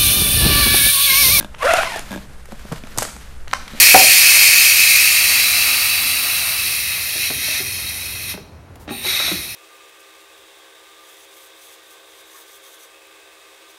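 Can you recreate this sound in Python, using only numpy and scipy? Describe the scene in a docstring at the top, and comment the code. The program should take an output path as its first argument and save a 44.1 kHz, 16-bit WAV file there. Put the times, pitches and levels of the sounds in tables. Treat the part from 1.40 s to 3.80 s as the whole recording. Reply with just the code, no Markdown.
"""A gym hall, close to the microphone: a webbing belt is pulled through trouser loops, its woven ribs
rasping over the cloth as wobbling partials at a pitch set by the pulling speed. Stiff gear creaks as runs
of slips ringing its modes; small hard parts click and soft knocks ring dully, from short pushes and noise
bursts. Cloth rustles in grains and the strap swishes through the hand in flickering streaks of noise.
Ventilation rumbles as coloured noise; the hall rings on through feedback delays and sprays of echoes."""
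import sys
import numpy as np
from scipy import signal
from scipy.fft import rfft, irfft, next_fast_len
from scipy.io import wavfile

SR = 44100
rng = np.random.default_rng(int(sys.argv[2]) if len(sys.argv) > 2 else 0)


def gain_from_db(level_db):
    """Convert decibel levels to linear amplitude factors (20 dB per decade)."""
    decades = np.asarray(level_db, float) / 20
    return 10 ** decades


def waveform_to_disk(signal):
    """Save audio, clipped to [-1, 1], as 16-bit WAV at the path in sys.argv[1]."""
    frames = np.transpose(np.atleast_2d(signal))
    scaled = np.clip(frames, -1, 1) * 32767
    samples = np.round(scaled).astype(np.int16)
    wavfile.write(sys.argv[1], SR, samples)


N = 105840   # samples, 2.4 s

# Bright hiss of webbing rubbed along a surface. Each row: frequency in Hz, level in dB per Hz.
WEBBING_HISS = [(1470, -8.5), (2500, 2), (3890, -6.5), (7860, -12.5), (9800, -10.5), (15500, -18)]
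FIRST_ECHO_S = .011


def rms_one(x):
    """Scale to rms 1."""
    return x / np.sqrt(np.mean(x ** 2) + 1e-20)


def in_time(rows):
    """Table columns as signals, straight lines between the rows."""
    s, *columns = np.transpose(rows)
    return [np.interp(np.arange(N) / SR, s, c) for c in columns]


def at_hz(points, hz):
    """Read a spectrum on a log frequency axis."""
    point_hz, value = np.transpose(points)
    return np.interp(np.log(hz), np.log(point_hz), value)


def drift(rate):
    """Slow chance with rms 1: noise smoothed twice by a one-pole filter at rate Hz."""
    r = np.exp(-2 * np.pi * rate / SR)
    smooth = signal.lfilter([1], [1, -2 * r, r * r], rng.standard_normal(N + SR))
    return rms_one(smooth[SR:])


def colour(x, spectrum):
    """Give a flat signal a spectrum; rms 1."""
    hz = np.maximum(np.arange(N // 2 + 1) * SR / N, 1)
    return rms_one(irfft(rfft(x) * gain_from_db(at_hz(spectrum, hz)), N))


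def ring(x, hz, t60):
    """A damped resonance: a unit click sets a sine of height 1 ringing, down 60 dB after t60 seconds."""
    r, w = gain_from_db(-60 / (t60 * SR)), 2 * np.pi * hz / SR
    return signal.lfilter([0, np.sin(w)], [1, -2 * r * np.cos(w), r * r], x + 1e-18)


def burst(noise, t_s):
    """A short contact: noise dying with time constant t_s, unit energy."""
    b = noise * np.exp(-np.arange(len(noise)) / (t_s * SR))
    return b / np.sqrt(np.sum(b ** 2))


def add(out, s, db, sound):
    """Mix a sound in at time s with its peak at db."""
    i = int(s * SR)
    out[i:i + len(sound)] += (gain_from_db(db) * sound / np.abs(sound).max())[:N - i]


def air():
    """Ventilation rumble and a floor of hiss: coloured noise whose level wavers slightly."""
    # Ventilation in the hall. Each row: frequency in Hz, level in dB per Hz.
    air_spectrum = [(12, 10), (26, -10), (48, -4), (68, -2.5), (92, -23.5), (130, -12), (200, -27.5),
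                    (300, -32.5), (450, -24.5), (900, -32), (1350, -29.5), (2100, -35.5), (4000, -47.5),
                    (10000, -41.5), (14000, -55)]
    level_db, waver_db = -31.5, .8
    return gain_from_db(level_db + waver_db * drift(11.0)) * colour(rng.standard_normal(N), air_spectrum)


def cloth():
    """Cloth moving: dense fibre grains in clumps over smooth noise, following the movement."""
    # Strength of the movement. Each row: time in seconds, level in dB before gain and waver.
    movement = [(0, -38), (.09, -50.5), (.18, -54), (.6, -42), (.7, -39), (.8, -42.5), (.87, -48),
                (1.18, -49.5), (1.3, -47.5), (1.4, -43), (1.5, -46.5), (1.57, -38.5), (1.59, -29.5),
                (1.66, -32), (1.75, -42.5), (1.9, -48.5), (2.06, -54), (2.09, -43.5), (2.16, -43.5),
                (2.24, -43), (2.33, -42.5), (2.38, -37.5)]
    # Rustle of the cloth. Each row: frequency in Hz, level in dB per Hz.
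    rustle_spectrum = [(120, -12.5), (200, 1), (446, -16), (607, -14.5), (1620, -9), (1810, -11),
                       (3820, -14.5), (9480, -23), (15500, -17)]
    gain_db, waver_db = 0.5, 2.5
    grains_per_s, grain_spread_db = 1800, 0.5   # the rate is the middle one between clumps and gaps
    level_db, = in_time(movement)
    born = rng.random(N) < grains_per_s * gain_from_db(4 * drift(25)) / SR
    grain_db = grain_spread_db * np.minimum(rng.exponential(1, N), 5)
    grains = born * gain_from_db(grain_db) * rng.choice([-1, 1], N)
    mix = rms_one(grains) + 0.95 * rng.standard_normal(N)
    return gain_from_db(level_db + gain_db + waver_db * drift(8.2)) * colour(mix, rustle_spectrum)


def swish():
    """The strap is drawn through the hand: its weave makes flickering narrow streaks on a bright hiss."""
    # Strap against skin. Each row: time in seconds, level of the streaks in dB.
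    strap_rows = [(2.24, -54), (2.33, -55), (2.37, -41.5), (2.4, -39)]
    # Streaks of the weave. Each row: frequency in Hz, relative level in dB.
    weave_bands = [(2300, -8), (3200, 0), (3950, 9), (5500, -6)]
    streak_t60_s, flicker_db, hiss_db = 0.018, 6, -1.5
    level_db, = in_time(strap_rows)
    streaks = 0
    for hz, db in weave_bands:
        streak = rms_one(ring(rng.standard_normal(N), hz, streak_t60_s))
        streaks = streaks + gain_from_db(db + flicker_db * drift(15)) * streak
    hiss = gain_from_db(hiss_db) * colour(rng.standard_normal(N), WEBBING_HISS)
    on = np.arange(N) / SR > strap_rows[0][0]
    return gain_from_db(level_db) * on * (rms_one(streaks) + hiss)


def knocks():
    """Soft knocks on the padded floor and body: a push of a quarter cycle starts a dull ring."""
    # Knocks. Each row: start in seconds, peak in dB, ring frequency in Hz.
    knock_rows = [(1.118, -35.5, 234), (1.127, -22.5, 215), (1.25, -27.5, 204), (1.316, -18.5, 179),
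                  (1.321, -18.5, 125), (1.328, -18.5, 160), (1.437, -24.5, 245), (1.579, -19.5, 121.4),
                  (1.762, -31.5, 194), (2.27, -34, 185), (2.335, -25.5, 228), (2.348, -26, 225)]
    ring_cycles = 10.1   # until 60 dB down
    overtone, overtone_db = 2.67, -13   # ratio; drive in dB before it is multiplied by the ratio
    out = np.zeros(N)
    for s, db, hz in knock_rows:
        push = np.zeros(5000)
        n = int(.25 * SR / hz)
        push[:n] = np.hanning(n)
        low = ring(push, hz, ring_cycles / hz)
        upper = ring(push, overtone * hz, ring_cycles / hz / 2)
        add(out, s, db, low - gain_from_db(overtone_db) * overtone * upper)
    return out


def clicks():
    """Small hard parts: a brief gritty contact rings a few cycles and throws off a spit of treble."""
    # Hard clicks. Each row: start in seconds, peak in dB, ring frequency in Hz, treble peak in dB,
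    # time constant of the contact in seconds before it is held within limits.
    click_rows = [(.144, -28, 1080, -63, 0.00096), (.148, -20.5, 2050, -40, 0.00084),
                  (.337, -5, 710, -2, 0.00017), (.433, -5.5, 1110, -23, 0.000083),
                  (0.559, -17, 800, -27, 0.0068), (0.593, -21.5, 650, -15.5, 0.0014),
                  (1.056, -34, 1610, -33, 0.0025), (1.087, -35, 596, -41, 0.0055),
                  (1.121, -25.5, 714, -32.5, 0.003), (1.194, -31.5, 1550, -37, 0.0018),
                  (1.252, -30, 710, -38.5, 0.0023), (1.316, -20, 577, -50, 0.011),
                  (1.322, -20.5, 1700, -23, 0.0068), (1.328, -17, 590, -48, 0.0013),
                  (1.359, -29.5, 2780, -43, 0.0018), (1.437, -25, 2180, -54, 0.0013),
                  (1.471, -32, 1310, -32.5, 0.0023), (1.561, -29, 703, -51, 0.0032),
                  (1.576, -16.5, 680, -10.5, 0.0013), (1.584, -23, 1070, -3, 0.0032),
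                  (1.587, -10, 1080, -36, 0.0011), (1.609, -32, 1310, -15, 0.0039),
                  (1.622, -11, 990, -14, 0.0018), (1.627, -15.5, 1330, -8.5, 0.0037),
                  (1.651, -18.5, 900, -17, 0.0017), (1.764, -28.5, 1510, -28.5, 0.0023),
                  (2.075, -26, 1070, -56, 0.0023), (2.08, -24, 2630, -31, 0.00067),
                  (2.113, -21.5, 2500, -40, 0.0004), (2.132, -5, 1970, -20.5, 0.0016),
                  (2.136, -1, 1450, -10, 0.00016), (2.279, -21, 2960, -32, 0.0033)]
    ring_cycles = 5   # until 60 dB down
    overtones, overtones_db = (.7, 1.7, 2.6), (-11, -3, -4)   # multiples of the ring frequency
    out, noise = np.zeros(N), rng.standard_normal((len(click_rows), 2, 1500))
    treble = signal.butter(2, (4170, 13200), "band", fs=SR, output="sos")
    for (s, db, hz, treble_db, contact_s), (grit, spit) in zip(click_rows, noise):
        near_ring = signal.butter(2, [.45 * hz, 2.5 * hz], "band", fs=SR, output="sos")
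        contact = signal.sosfilt(near_ring, burst(grit, np.clip(contact_s, .0001, .006)))
        body = ring(contact, hz, ring_cycles / hz)
        for m, g in zip(overtones, overtones_db):
            body = body + gain_from_db(g) * ring(contact, m * hz, 3 / (m * hz))
        add(out, s, db, body)
        add(out, s, treble_db, signal.sosfilt(treble, burst(spit, np.clip(contact_s, .0005, .006))))
    return out


def creak():
    """Stick-slip of stiff gear: each slip thumps the low modes, snaps the high ones and spits hiss."""
    # Single slips. Each row: start in seconds, peak in dB.
    slip_rows = [(0.0, -27), (0.009, -20.5), (0.027, -21.5), (0.046, -21), (0.708, -22.5), (0.717, -19.5),
                 (0.728, -20), (0.739, -20), (0.748, -23), (0.76, -20), (0.776, -23)]
    # Modes of the gear. Each row: frequency in Hz, mean relative drive in dB, t60 in seconds.
    gear_modes = [(199, -1, 0.12), (299, 3, 0.039), (598, 4, 0.042), (936, -1, 0.012), (1628, -4, 0.038),
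                  (2430, -3.5, 0.011), (3580, -4, 0.014)]
    slip_s, hiss_db = .002, -4   # time constant of the hiss; its peak relative to the slip
    out = np.zeros(N)
    noise = rng.standard_normal((len(slip_rows), 4000))
    spread_db = rng.normal(0, 3.0, (len(slip_rows), len(gear_modes)))
    high = signal.butter(2, 3000, "high", fs=SR, output="sos")
    thump, snap = burst(np.ones(4000), slip_s / 4) / 5, burst(np.ones(4000), 1 / SR)
    for (s, db), z, spread in zip(slip_rows, noise, spread_db):
        spit = burst(z, slip_s)
        grate = snap + .5 * spit
        modes = 0
        for k, (hz, g, t60) in enumerate(gear_modes):
            drive = thump if k < 3 else grate
            modes = modes + (-1) ** k * gain_from_db(g + spread[k]) * ring(drive, hz, t60)
        add(out, s, db, modes)
        add(out, s, db + hiss_db, signal.sosfilt(high, spit))
    return out


def belt():
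    """Ribs ride over two loops with wobbling speed and grip; unpitched scrub and hiss come along."""
    # The pull. Each row: time in seconds, ribs per second in Hz before wobble,
    # level of ribs with scrub in dB, hiss level in dB.
    pull_rows = [(0.185, 517.4, -43, -41.5), (0.219, 533.8, -23, -35), (0.232, 601.7, -11, -28),
                 (0.236, 447.6, -21, -34), (0.247, 474.4, -12.5, -27), (0.255, 529, -13, -22),
                 (0.267, 584.6, -9.5, -26.5), (0.283, 682.4, -10.5, -26), (0.297, 683.3, -12, -26.5),
                 (0.31, 622.5, -8.5, -23.5), (0.323, 747.6, -15.5, -24), (0.339, 667, -10, -21),
                 (0.352, 702.3, -13, -29.5), (0.369, 733, -13.5, -19), (0.388, 627.4, -10.5, -25),
                 (0.409, 790, -16, -26.5), (0.439, 778, -22.5, -26.5), (0.455, 1053, -22, -29),
                 (0.5, 989, -30.5, -32.5), (0.525, 896, -31.5, -32.5), (0.575, 903, -29, -31.5),
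                 (0.593, 808, -27.5, -36.5), (0.61, 834, -62, -40)]
    # Partials at multiples 1, 2, .. of the rib rate: each entry a mean relative level in dB.
    rib_partials_db = [6.5, 3, -5.5, -7.5, -10.5, -13]
    # Scrub under the ribs. Each row: frequency in Hz, level in dB per Hz.
    scrub_spectrum = [(300, -55), (662, -1.5), (929, -20.5), (1420, -6), (1780, -16), (3500, -39),
                      (4550, -39)]
    speed_wobble, wobble_hz, grip_db, grip_hz = .018, 80, 4, 60   # wobble as a share of the rib rate
    second_loop_db, scrub_db = -8, -8
    hiss_gate = 0.28   # depth to which each rib pulses the hiss
    taut_s, taut_rise_s = 0.235, 0.012   # fully taut at taut_s
    slack_s, slack_rise_s, slack_roughness = .42, .03, 1.6
    rate_hz, level_db, hiss_db = in_time(pull_rows)
    t = np.arange(N) / SR
    fade_in = np.clip((t - pull_rows[0][0]) / 0.004 + 1, 0, 1)
    fade_out = np.clip((pull_rows[-1][0] - t) / 0.0087 + 1, 0, 1)
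    # the belt pulls taut: only then does the lowest partial sound in full
    taut = np.clip((t - taut_s) / taut_rise_s + 1, .1, 1)
    # the free end slackens: wobble and grip grow uneven
    uneven = 1 + (slack_roughness - 1) * np.clip((t - slack_s) / slack_rise_s, 0, 1)
    ribs = 0
    for loop_db in (second_loop_db, 0):
        wobble = 1 + speed_wobble * uneven * drift(wobble_hz)
        phase = 2 * np.pi * np.cumsum(rate_hz * wobble) / SR
        for k, db in enumerate(rib_partials_db):
            grip = gain_from_db(loop_db + db + grip_db * uneven * drift(grip_hz))
            ribs = ribs + grip * (taut if k == 0 else 1) * np.cos((k + 1) * phase)
    scrub = gain_from_db(scrub_db) * colour(rng.standard_normal(N), scrub_spectrum)
    # the louder loop, last in the loop above, pulses the hiss
    pulsed = rng.standard_normal(N) * (1 + hiss_gate * np.cos(phase))
    hiss = colour(pulsed * gain_from_db(1.1 * uneven * drift(130)), WEBBING_HISS)
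    rasp = gain_from_db(level_db) * rms_one(rms_one(ribs) + scrub)
    return fade_in * fade_out * (rasp + gain_from_db(hiss_db) * hiss)


def scatter(x, t60, band_hz):
    """A dense spray of early echoes: decaying noise in a band, swelling up to the first-echo time."""
    t = np.arange(int(.4 * SR)) / SR
    swell = np.clip(t / FIRST_ECHO_S, 0, 1) ** 2
    spray = rng.standard_normal(len(t)) * gain_from_db(-60 * t / t60) * swell
    spray = signal.sosfilt(signal.butter(2, band_hz, "band", fs=SR, output="sos"), spray)
    return signal.fftconvolve(x, spray / np.std(spray) / np.sqrt(len(t)))[:N]


def hall(x):
    """Twelve feedback delays with a decay per band, after the gap to the first echo."""
    # Reverberation of the hall. Each row: frequency in Hz, t60 in seconds.
    hall_decay = [(100, 1), (600, 0.8), (3000, 0.65), (10000, 0.43)]
    size = next_fast_len(N + 2 * SR)
    hz = np.maximum(np.arange(size // 2 + 1) * SR / size, 1)
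    lags = np.linspace(.017, .059, 12) * rng.uniform(.95, 1.05, 12)   # seconds
    t60 = np.clip(at_hz(hall_decay, hz), .1, 1.8)
    h = 0
    for k, d in enumerate(lags):
        gap = np.exp(-2j * np.pi * hz * (FIRST_ECHO_S + .2 * (d - lags[0])))
        feedback = gain_from_db(-60 * d / t60) * np.exp(-2j * np.pi * hz * d)
        h = h + (-1) ** k * gap / (1 - feedback)
    for d in (.0047, .0031, .0017):   # all-pass delays in seconds thicken the echoes
        z = np.exp(-2j * np.pi * hz * d)
        h = h * (z - .6) / (1 - .6 * z)
    return irfft(rfft(x, size) * h, size)[:N] / np.sqrt(12)


def scene():
    """All near sounds, the hall and echoes they raise, and the ventilation behind."""
    hits, rasp = clicks() + knocks(), belt() + creak()
    wet = hall(gain_from_db(-18) * hits + gain_from_db(-19) * rasp)
    # echoes off floor, bodies and lockers
    echoes = gain_from_db(-16.5) * scatter(hits, 0.18, (507, 10000))
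    # lockers and walls throw the treble back
    sizzle = gain_from_db(-12) * scatter(hits, 0.5, (3460, 11100))
    return (rasp + hits + echoes + sizzle + wet + swish() + cloth() + air())[None]


def low_pass(x):
    """Removes everything above the highest recorded frequency."""
    return signal.sosfilt(signal.butter(12, 15760, fs=SR, output="sos"), x)


def record(dry):
    """The microphone loses the lowest bass and the top; full scale clips; a steep low-pass follows."""
    low_cut = signal.butter(2, 7.9, "high", fs=SR, output="sos")
    top_cut = signal.butter(2, 11600, fs=SR, output="sos")
    steep = signal.cheby2(10, 50, 15900, fs=SR, output="sos")
    mic = signal.sosfilt(np.vstack([low_cut, top_cut]), dry)
    clipped = np.clip(mic, -1, 1)
    return low_pass(signal.sosfilt(steep, clipped))


dry = scene()
out = record(dry)
waveform_to_disk(out)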